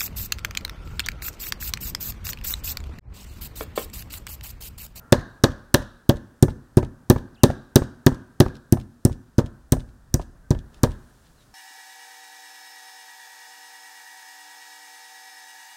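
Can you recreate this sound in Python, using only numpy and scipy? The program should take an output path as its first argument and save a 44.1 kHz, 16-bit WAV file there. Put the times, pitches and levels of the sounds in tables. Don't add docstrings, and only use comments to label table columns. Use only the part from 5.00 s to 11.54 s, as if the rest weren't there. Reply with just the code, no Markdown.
import sys
import numpy as np
from scipy import signal
from scipy.fft import rfft, irfft
from scipy.io import wavfile
from scipy.ndimage import uniform_filter1d

SR = 44100
rng = np.random.default_rng(int(sys.argv[2]) if len(sys.argv) > 2 else 0)


def transcribe(signal):
    frames = np.atleast_2d(signal).T
    limited = np.clip(frames, -1, 1)
    pcm = np.round(limited * 32767).astype(np.int16)
    wavfile.write(sys.argv[1], SR, pcm)


N = 288405

# start in seconds, relative force in dB, meat under the mallet in mm,
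# relative slap level in dB, slap centre in Hz, clatter level in dB, time the board stays in the air in seconds.
BLOW_LIST = [(0.123, 5, 0.92, -18.5, 6600, -6.5, 0.043), (0.437, 3.5, 1.52, -18, 6220, -6.5, 0.05),
             (0.742, 1.5, 1.11, -14.5, 9600, -9, 0.049), (1.0918, 5, 2.53, -25, 13100, -11.5, .049),
             (1.4255, 9.5, 4.3, -18, 8240, -17, 0.058), (1.770, 8, 5.5, -27, 9370, -10.5, 0.059),
             (2.0995, 8.5, 2.4, -15.5, 11560, -8, 0.063), (2.4343, 8.5, 1.34, -13.5, 8700, -7.5, 0.068),
             (2.7577, 7.5, 2.13, -12.5, 8000, -8, 0.063), (3.0641, 7.5, 2.3, -19, 7400, -13, .054),
             (3.4016, 8, 2.13, -20.5, 11060, -8.5, 0.061), (3.7236, 6, 5.6, -20, 10200, -20, 0.049),
             (4.0504, 6.5, 6.4, -19, 8800, -18, .046), (4.382, 4.5, 4.9, -32, 6500, -11, 0.037),
             (4.7215, 4, 4.54, -17.5, 8520, -15, 0.047), (5.141, 0.5, 5.9, -18, 7500, -20.5, 0.056),
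             (5.506, 4, 5.07, -30.5, 7150, -18.5, 0.045), (5.8331, 3.5, 3.07, -21, 8000, -9, .041)]
# time in seconds, drive in dB.
TABLE_DRIVE = [(0, -30), (.8, -24), (1.8, -43.5), (4, -43), (4.7, -17), (5.85, -17)]
# frequency in Hz, relative level in dB.
STICKY_SPECTRUM = [(300, -24), (2000, -0.5), (3500, 5.5), (6000, -1), (9000, -6), (11000, -12),
                   (15500, -19.5)]


def amp(db):
    return 10 ** (np.asarray(db) / 20)


def unit(x):
    return x / np.sqrt(np.sum(x ** 2) + 1e-20)


def burst_level(x, db):
    return amp(db) * unit(x) * np.sqrt(.002 * SR)


def read(table, hz, column=1):
    table = np.array(table, float)
    return np.interp(np.log(hz + 1), np.log(table[:, 0] + 1), table[:, column])


def add(mix, s, sound):
    part = mix[max(round(s * SR), 0):][:len(sound)]
    part += sound[:len(part)]


def colour(x, spectrum, size=4096):
    log_gain = np.log(amp(read(spectrum, abs(np.fft.fftfreq(size, 1 / SR)))))
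    taps = np.fft.ifft(np.exp(np.conj(signal.hilbert(log_gain)))).real
    return signal.fftconvolve(x, taps[:size // 2])[:len(x)]


def ring(modes, t, pitch=1, tilt_db=0, pivot_hz=150):
    out = 0
    for hz, db, t60 in modes:
        level = amp(db + tilt_db * np.log2(hz / pivot_hz))
        decay = np.exp(-np.log(1000) * t / t60)
        out = out + level * decay * np.cos(2 * np.pi * hz * pitch * t)
    return out


def push(rise):
    u = np.arange(0, 2 * rise, 1 / SR) / rise
    return np.minimum(u, 2 - u) ** 2 / (rise * SR)


def slap(t, delay, db, centre_hz, width=0.00091, touch_db=-10,
         peak_db=7, peak_octaves=0.45, squelch_db=-21, squelch_s=.009):
    # frequency in Hz, relative level in dB.
    slap_spectrum = [(300, -4), (1500, -5.5), (2700, -11.5), (4500, -3.5), (5900, 5.5), (7300, -3.5),
                     (8800, 1.5), (10800, -7.5), (12500, -1.5), (15000, -0.5), (16500, -12)]
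    squirt = np.exp(-.5 * ((t - delay) / width) ** 2)
    touch = amp(touch_db) * (t < delay)
    squelch = amp(squelch_db) * np.exp(-t / squelch_s)
    peaked = []
    for hz, level in slap_spectrum:
        octaves = np.log2(hz / centre_hz)
        peaked.append((hz, level + peak_db * np.exp(-(octaves / peak_octaves) ** 2)))
    noise = rng.standard_normal(len(t))
    return burst_level(colour((squirt + touch + squelch) * noise, peaked), db)


def crack(t, db, scatter_s=0.0014, grit=0.22):
    # frequency in Hz, relative level in dB.
    crack_spectrum = [(250, -10.5), (450, 4), (570, 17), (780, 1), (980, 6.5), (1400, -2), (1680, 7),
                      (2250, -9.5), (3000, -2), (3800, 5), (5000, -3.5), (5800, -4), (8000, -14.5),
                      (15000, -25.5)]
    teeth = grit * rng.standard_normal(len(t)) * np.exp(-t / scatter_s)
    teeth[0] += 1
    return burst_level(colour(teeth, crack_spectrum), db)


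def clatter(t, db, rise_s=0.003, fall_s=0.009):
    # frequency in Hz, relative level in dB.
    clatter_spectrum = [(120, -11.5), (240, 0), (370, 2), (470, 1.5), (565, 3.5), (700, -5), (950, -6.5),
                        (1350, -18), (1700, -17.5), (2200, -28), (6000, -27.5), (15000, -43)]
    shape = (1 - np.exp(-t / rise_s)) * np.exp(-t / fall_s)
    return burst_level(colour(shape * rng.standard_normal(len(t)), clatter_spectrum), db)


def smacks(slap_db=3.5, slap_delay=0.0011, clatter_delay=.003):
    wood_s, wood_s_per_mm = .0032, .0005
    crack_db, crack_db_per_mm = 2, -6
    t, out = np.arange(SR // 8) / SR, np.zeros(N)
    for s, _, meat_mm, wet_db, centre_hz, clatter_db, _ in BLOW_LIST:
        add(out, s, slap(t, slap_delay, wet_db + slap_db, centre_hz))
        wood_time = s + wood_s + wood_s_per_mm * meat_mm
        add(out, wood_time, crack(t, crack_db + crack_db_per_mm * meat_mm))
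        add(out, s + clatter_delay, clatter(t, clatter_db))
    return out


def thumps(thump_db=-1.0, seat_s=.0082, seat_db=-10, hop_s=0.055, hop_db=-9, hop_rise=.007,
           detune=0.046, even_db=-35, dulling=.14):
    # frequency in Hz, relative level in dB, T60 in seconds.
    board_modes = [(41, -29.5, 0.27), (76, -30.5, 0.36), (107.8, -9, 0.061), (143.7, -5, .06),
                   (209.9, -8, 0.061), (246, -9.5, 0.087), (294.7, -2, .05), (347.4, 0, 0.052),
                   (389, -16, 0.1), (460, -13.5, 0.086), (525, -19.5, 0.022), (686, -12.5, 0.067)]
    # frequency in Hz, relative level in dB, T60 in seconds.
    metal_modes = [(1750, -55, .3)]
    rise_s, rise_s_per_mm = 0.0019, .00012
    t, out = np.arange(SR // 2) / SR, np.zeros(N)
    sink = signal.fftconvolve(ring(board_modes, t), push(hop_rise))
    for s, force_db, meat_mm, *_ in BLOW_LIST:
        pitch = 1 + detune * rng.uniform(-1, 1)
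        drive_db = np.interp(s, *np.transpose(TABLE_DRIVE))
        tilt_db = dulling * (even_db - drive_db)
        force = amp(force_db + thump_db) * push(rise_s + rise_s_per_mm * meat_mm)
        thump = signal.fftconvolve(ring(board_modes, t, pitch, tilt_db), force)
        add(out, s, thump)
        add(out, s + seat_s / pitch, amp(seat_db) * thump)
        add(out, s + hop_s, -amp(force_db + hop_db) * sink)
        add(out, s, amp(force_db) * ring(metal_modes, t))
    return out


def sway(rise=0.0065):
    # frequency in Hz, relative level in dB, T60 in seconds.
    table_modes = [(36, -3, 0.42), (54, 1.5, 0.21), (69, 4, 0.091)]
    t, out = np.arange(SR // 2) / SR, np.zeros(N)
    boom = -signal.fftconvolve(ring(table_modes, t), push(rise))
    for s, *_ in BLOW_LIST:
        add(out, s, amp(np.interp(s, *np.transpose(TABLE_DRIVE))) * boom)
    return out


def drops(settle_s=.002):
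    # frequency in Hz, relative level in dB.
    knock_spectrum = [(100, -3.5), (300, 4.5), (600, -1), (1000, -5), (1500, -16.5), (2500, -29.5),
                      (6000, -37), (15000, -52)]
    usual_hop_s, knock_db, knock_db_per_doubling = 0.055, -23.5, 23.5
    t, out = np.arange(SR // 10) / SR, np.zeros(N)
    for s, *_, hop in BLOW_LIST:
        landing = t * np.exp(-t / settle_s) * rng.standard_normal(len(t))
        db = knock_db + knock_db_per_doubling * np.log2(hop / usual_hop_s)
        add(out, s + hop - settle_s, burst_level(colour(landing, knock_spectrum), db))
    return out


def peels(lead=0.063, snap_s=.001, creep_s=0.014, creep_db=-13, grain_db=5):
    # time in seconds, level in dB.
    unstick_list = [(3.555, -46.5), (3.568, -49), (4.891, -58.5), (5.745, -48.5)]
    lift_s, lift_spread_s, lift_db = .081, 0.0034, -45.5
    small_s, small_spread_s, small_db = .068, 0.014, -49
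    t, out = np.arange(SR // 10) / SR - lead, np.zeros(N)
    shape = np.exp(-abs(t) / snap_s) + amp(creep_db) * np.exp(-abs(t) / creep_s)
    releases = list(unstick_list)
    for s, *_ in BLOW_LIST:
        lift, small = rng.standard_normal(2)
        releases.append((s + lift_s + lift_spread_s * lift, lift_db))
        releases.append((s + small_s + small_spread_s * small, small_db))
    for s, db in releases:
        noise, grain = rng.standard_normal((2, len(t)))
        crackle = noise * amp(grain_db * grain) * shape
        add(out, s - lead, burst_level(colour(crackle, STICKY_SPECTRUM), db))
    return out


def scuffs(grain_db=5):
    # centre in seconds, half length in seconds, level in dB.
    scuff_list = [(5.773, 0.025, -64), (6.268, 0.029, -65.5), (6.419, .04, -66.5)]
    clock = np.arange(N) / SR
    noise, grain = rng.standard_normal((2, N))
    swell = sum(amp(db) * np.exp(-((clock - s) / half) ** 2) for s, half, db in scuff_list)
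    friction = colour(noise * amp(grain_db * grain), STICKY_SPECTRUM)
    return swell * unit(friction) * np.sqrt(N)


def tail(table, delay):
    hz, t, z = signal.stft(rng.choice([-1., 1.], SR), SR, nperseg=1024)
    rate = np.log(1000) / read(table, hz, column=2)[:, None]
    z *= amp(read(table, hz))[:, None] * np.exp(-rate * t) * np.sqrt(2 * rate / SR)
    out = np.zeros(SR)
    add(out, delay, signal.istft(z, SR, nperseg=1024)[1])
    return out


def reflections(common, count=5):
    # frequency in Hz, relative level in dB, T60 in seconds.
    near_bands = [(30, -13, .3), (111.1, -21, .3), (247, -14, 0.089), (550, -13.5, .14), (1210, -11, 0.1),
                  (2550, -16, 0.047), (6000, -20, 0.12), (15060, -20, 0.081)]
    # frequency in Hz, relative level in dB, T60 in seconds.
    far_bands = [(30, -27, 0.76), (111, -22, 0.42), (260, -17, 0.54), (340.3, -26.5, 0.57),
                 (496, -23, 0.47), (1090, -18.5, .6), (1600, -10.5, 0.74), (1740, -13, 0.34),
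                 (2000, -20, 0.36), (2600, -24.5, 0.47), (3932, -29, 0.59), (7860, -27, .3),
                 (15000, -31, .2)]
    out, clock = np.zeros(N), np.arange(N) / SR
    for k in range(count):
        share = np.sqrt(2 / count) * np.cos(np.pi * (clock + k / count))
        echoes = tail(near_bands, delay=.005) + tail(far_bands, delay=0.022)
        add(out, 0, signal.oaconvolve((common + smacks()) * share, echoes))
    return out


def chirp(waver=0.04):
    # start in seconds, length in seconds, first pitch in Hz, last pitch in Hz, level in dB.
    chirp_list = [(0, .14, 1400, 1370, -55.5), (2.343, .025, 5820, 2700, -60),
                  (2.365, .035, 2550, 3000, -60), (2.398, 0.032, 3000, 2660, -59.5),
                  (5.42, .07, 1533, 1570, -63), (6.366, .07, 4300, 3600, -65)]
    out = np.zeros(N)
    for s, length, first_hz, last_hz, db in chirp_list:
        u = np.arange(0, length, 1 / SR) / length
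        jitter = uniform_filter1d(rng.standard_normal(len(u)), size=30)
        glide = first_hz * (last_hz / first_hz) ** u
        pitch = glide * (1 + waver * jitter / jitter.std())
        swell = np.sqrt(abs(np.sin(np.pi * u)))
        add(out, s, amp(db) * swell * np.sin(2 * np.pi * np.cumsum(pitch) / SR))
    return out


def background(spectrum, levels):
    gain = amp(read(spectrum, np.fft.rfftfreq(N, 1 / SR)))
    noise = irfft(rfft(rng.standard_normal(N)) * gain, N)
    level_db = np.interp(np.arange(N) / SR, *np.transpose(levels))
    return unit(noise) * np.sqrt(N) * amp(level_db)


def rumble():
    # frequency in Hz, relative density in dB per Hz.
    rumble_spectrum = [(15, -8), (30, 0.5), (55, 1), (90, -7), (150, -14), (300, -33), (1000, -71.5)]
    # time in seconds, level in dB.
    rumble_levels = [(0, -56.5), (4, -67), (4.85, -49), (6.03, -52), (6.1, -58.5)]
    return background(rumble_spectrum, rumble_levels)


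def air():
    # frequency in Hz, relative density in dB per Hz.
    air_spectrum = [(20, -13), (55, -7), (120, -1.5), (180, -6.5), (255, -7), (330, -12), (700, -16),
                    (1100, -17.5), (1400, -16), (1800, -18.5), (2150, -33.5), (4000, -44.5)]
    # time in seconds, level in dB.
    air_levels = [(0, -52), (1, -58.5), (3.1, -57), (4, -62.5), (5.5, -59), (5.85, -53), (6.15, -58.5)]
    return background(air_spectrum, air_levels)


def hiss():
    # frequency in Hz, relative density in dB per Hz.
    hiss_spectrum = [(500, -24), (2200, -2.5), (4000, 0.5), (6000, 0.5), (9000, -0.5), (11500, -4.5),
                     (15500, -8)]
    # time in seconds, level in dB.
    hiss_levels = [(0, -71.5), (5.5, -72), (6.05, -66)]
    return background(hiss_spectrum, hiss_levels)


def scene():
    common = thumps() + sway() + drops() + peels() + scuffs()
    bed = rumble() + air() + hiss() + chirp()
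    return (common + smacks() + reflections(common) + bed)[None]


def record(dry):
    edge_hz = 16200
    thinned = signal.sosfilt(signal.butter(1, 15, "high", fs=SR, output="sos"), dry)
    clipped = np.clip(thinned, -1, 1)
    lowpass = signal.firwin(255, edge_hz, window=("kaiser", 8), fs=SR)
    return signal.oaconvolve(clipped, lowpass[None], "same")


dry = scene()
out = record(dry)
transcribe(out)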